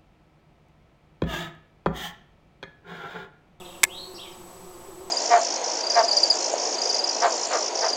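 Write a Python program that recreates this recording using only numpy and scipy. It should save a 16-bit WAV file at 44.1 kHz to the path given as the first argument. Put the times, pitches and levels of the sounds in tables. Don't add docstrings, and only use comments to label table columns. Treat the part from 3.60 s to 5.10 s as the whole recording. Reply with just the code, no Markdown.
import sys
import numpy as np
from scipy import signal
from scipy.fft import rfft, irfft
from scipy.io import wavfile
from scipy.ndimage import uniform_filter1d

SR = 44100
rng = np.random.default_rng(int(sys.argv[2]) if len(sys.argv) > 2 else 0)


def output_pcm(signal):
    pcm = np.clip(np.atleast_2d(signal).T, -1, 1) * 32767
    wavfile.write(sys.argv[1], SR, np.round(pcm).astype(np.int16))


N = 66150


def undb(db):
    return np.exp(np.asarray(db) * (np.log(10) / 20))


def level(x, db):
    return x * undb(db) / np.sqrt(np.mean(x ** 2))


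def drift(rate_hz):
    hold = int(SR / rate_hz)
    steps = np.repeat(rng.standard_normal(N // hold + 4), hold)
    start = rng.integers(hold)
    return 1.3 * uniform_filter1d(uniform_filter1d(steps, hold), hold)[start:start + N]


def noise(colour):
    hz, db = np.array(colour).T
    bin_hz = np.maximum(np.fft.rfftfreq(N, 1 / SR), 1)
    gain = undb(np.interp(np.log(bin_hz), np.log(hz), db))
    return level(irfft(rfft(rng.standard_normal(N)) * gain, N), 0)


def swarm(t, count=32, wingbeat_hz=179.5, spread=.046, wander=.034, swell_db=2.5):
    harmonics = [-8.5, -1, -6.5, -7.5, -7.5, -8.5, -13, -23.5, -30, -25]
    hum, size = 0, 1024
    cycle = 2 * np.pi * np.arange(size) / size
    for rank in np.linspace(-1, 1, count):
        hz = wingbeat_hz * (1 + spread * np.arcsin(rank) + wander * drift(14))
        stroke = sum(undb(db) * np.sin(k * cycle + 2 * np.pi * rng.random())
                     for k, db in enumerate(harmonics, 1))
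        position = (np.cumsum(hz) / SR * size).astype(int) % size
        hum = hum + undb(swell_db * drift(5)) * stroke[position]
    return level(hum, -46.5)


def hum_swells(t, wander=.02844, trim_db=-2):
    # t/s, f/Hz, level/dB before the trim
    swells = [(0, 350.9, -56), (0.169, 374.2, -68), (.255, 361.4, -53), (.35, 356, -45.5), (.4, 374, -63),
              (0.499, 364.7, -45.5), (0.579, 357.8, -55), (.64, 337.5, -70), (.76, 370, -51),
              (1, 365.3, -72), (1.065, 368, -40), (1.17, 355, -60), (1.261, 366.5, -67),
              (1.288, 370.5, -38), (1.315, 366, -59), (1.391, 365.8, -45), (1.42, 364.6, -40.5),
              (1.5, 372, -50.5)]
    when, hz, db = np.array(swells).T
    pitch = np.interp(t, when, hz) * (1 + wander * drift(25.294))
    tone = np.sqrt(2) * np.sin(2 * np.pi * np.cumsum(pitch) / SR)
    return undb(np.interp(t, when, db) + trim_db) * tone


def garden_air(level_db=-51, swell_db=.5):
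    # f/Hz, relative density/dB
    colour = [(15, 11.5), (30, -7.5), (70, -3.5), (140, -5), (260, -6.5), (450, -5), (900, -11),
              (1200, -9.5), (1600, -27), (2500, -23), (6000, -37)]
    return undb(level_db + swell_db * drift(11.5)) * noise(colour)


def electronics(t, hiss_db=-51.5, frame_hz=30):
    # f/Hz, level/dB, pulse depth (0-1), t/s of one pulse
    whine = [(7867, -54, .42, 0.015), (12710, -65.5, .9, .033), (5890, -70.5, 0.4, .01)]
    out = undb(hiss_db) * noise([(100, 12.5), (2000, 2), (4500, -.5), (8500, .5), (12000, -2.5), (15700, -6)])
    for hz, db, depth, when in whine:
        pulse = np.tanh(4 * np.cos(2 * np.pi * frame_hz * (t - when)))
        out += undb(db) * (1 + depth * pulse) * np.sin(2 * np.pi * hz * t)
    return out


def whistles(t, notes, rasp, edge_share=.33):
    out, waver = np.zeros(N), 1 + rasp * drift(700)
    for start, length, first, middle, last, db in notes:
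        now = (t > start) & (t < start + length)
        along = (t[now] - start) / length
        hz = first + (last - first) * along + 2 * (2 * middle - first - last) * along * (1 - along)
        swell = np.sin(np.pi / 2 * np.clip(np.minimum(along, 1 - along) / edge_share, 0, 1))
        phase = 2 * np.pi * np.cumsum(hz * waver[now]) / SR
        out[now] += undb(db) * swell * np.sqrt(2) * np.sin(phase)
    return out


def songbird(t, direct_db=-3, echo_db=.5):
    # t/s, length/s, first f/Hz, middle f/Hz, last f/Hz, relative level/dB
    notes = [(-.01, 0.038, 4230, 3234, 2410, -47.5), (0.048, .025, 4307, 3380, 2610, -44.5),
             (0.086, .03, 4214, 3160, 2400, -50), (0.139, 0.018, 4000, 3097, 2660, -48.5),
             (0.277, .187, 2386, 3912, 4315, -41.5), (0.54, 0.026, 4600, 5510, 5480, -46),
             (.553, 0.023, 5290, 4400, 3583, -45.5), (.578, 0.047, 2546, 3410, 3970, -40.5),
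             (0.607, .034, 3900, 3154, 2824, -42.5), (0.634, 0.049, 2864, 2430, 2240, -53)]
    song = whistles(t, notes, rasp=.0347)
    return undb(direct_db) * song + undb(echo_db) * garden_echoes(song, t)


def garden_echoes(sound, t, t60_s=.44, rise_s=.0013):
    echoes = rng.standard_normal(N) * np.exp(-np.log(1000) * t / t60_s) * (1 - np.exp(-t / rise_s))
    return signal.fftconvolve(sound, echoes / np.sqrt(np.sum(echoes ** 2)))[:N]


def case_click(t, contact_s=.00025, ring_rise_s=.0013):
    # t/s, ring gain/dB, crack gain/dB, crack decay/s
    contacts = [(0.233, 0.5, -5, 0.0011), (0.2374, 3, -1, 0.0018), (0.2485, -14, -18, 0.00047)]
    # f/Hz, relative level/dB, t60/s
    modes = [(616, -27.5, 0.024), (1025, -10.5, 0.016), (1737, -9, 0.024), (2184, 3.5, 0.011),
             (2478, -8, .016), (2110, -47.5, 0.31), (3600, -21, .02), (5810, -16, 0.013),
             (7000, -34, 0.0062), (7570, -10, 0.011), (7730, -8.5, 0.0087), (9140, -17, 0.013)]
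    # f/Hz, relative density/dB
    colour = [(40, -9.5), (130, -8), (300, -32), (600, -5.5), (1100, -8.5), (2200, -4.5), (4000, 0),
              (8000, 1), (11000, -6.5), (13800, -4.5), (16000, -36)]
    out, crack = np.zeros(N), noise(colour)
    ring = sum(undb(db) * np.exp(-np.log(1000) * t / t60) * np.sin(2 * np.pi * hz * t)
               for hz, db, t60 in modes)
    ring *= 1 - np.exp(-t / ring_rise_s)
    for start, ring_db, crack_db, decay in contacts:
        i = int(start * SR)
        burst = np.exp(-t / decay) * (1 - np.exp(-t / contact_s))
        out[i:] += undb(ring_db) * ring[:N - i] + undb(crack_db) * crack[i:] * burst[:N - i]
    return out


def second_bird(t):
    # t/s, length/s, first f/Hz, middle f/Hz, last f/Hz, level/dB
    peeps = [(.47, .045, 6600, 6100, 5700, -66), (0.699, .058, 6300, 5100, 4830, -58),
             (.96, 0.0281, 4280, 4850, 5054, -60.5), (1.128, 0.029, 5400, 4659, 4700, -61)]
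    return whistles(t, peeps, rasp=.0089)


def scene():
    t = np.arange(N) / SR
    garden = songbird(t) + second_bird(t) + garden_air() + swarm(t) + hum_swells(t)
    return (garden + case_click(t) + electronics(t))[None]


def record(dry, ceiling=.8, top_hz=16000):
    overloaded = ceiling * np.tanh(dry / ceiling)
    return signal.sosfilt(signal.ellip(8, .2, 70, top_hz, fs=SR, output="sos"), overloaded)


dry = scene()
out = record(dry)
output_pcm(out)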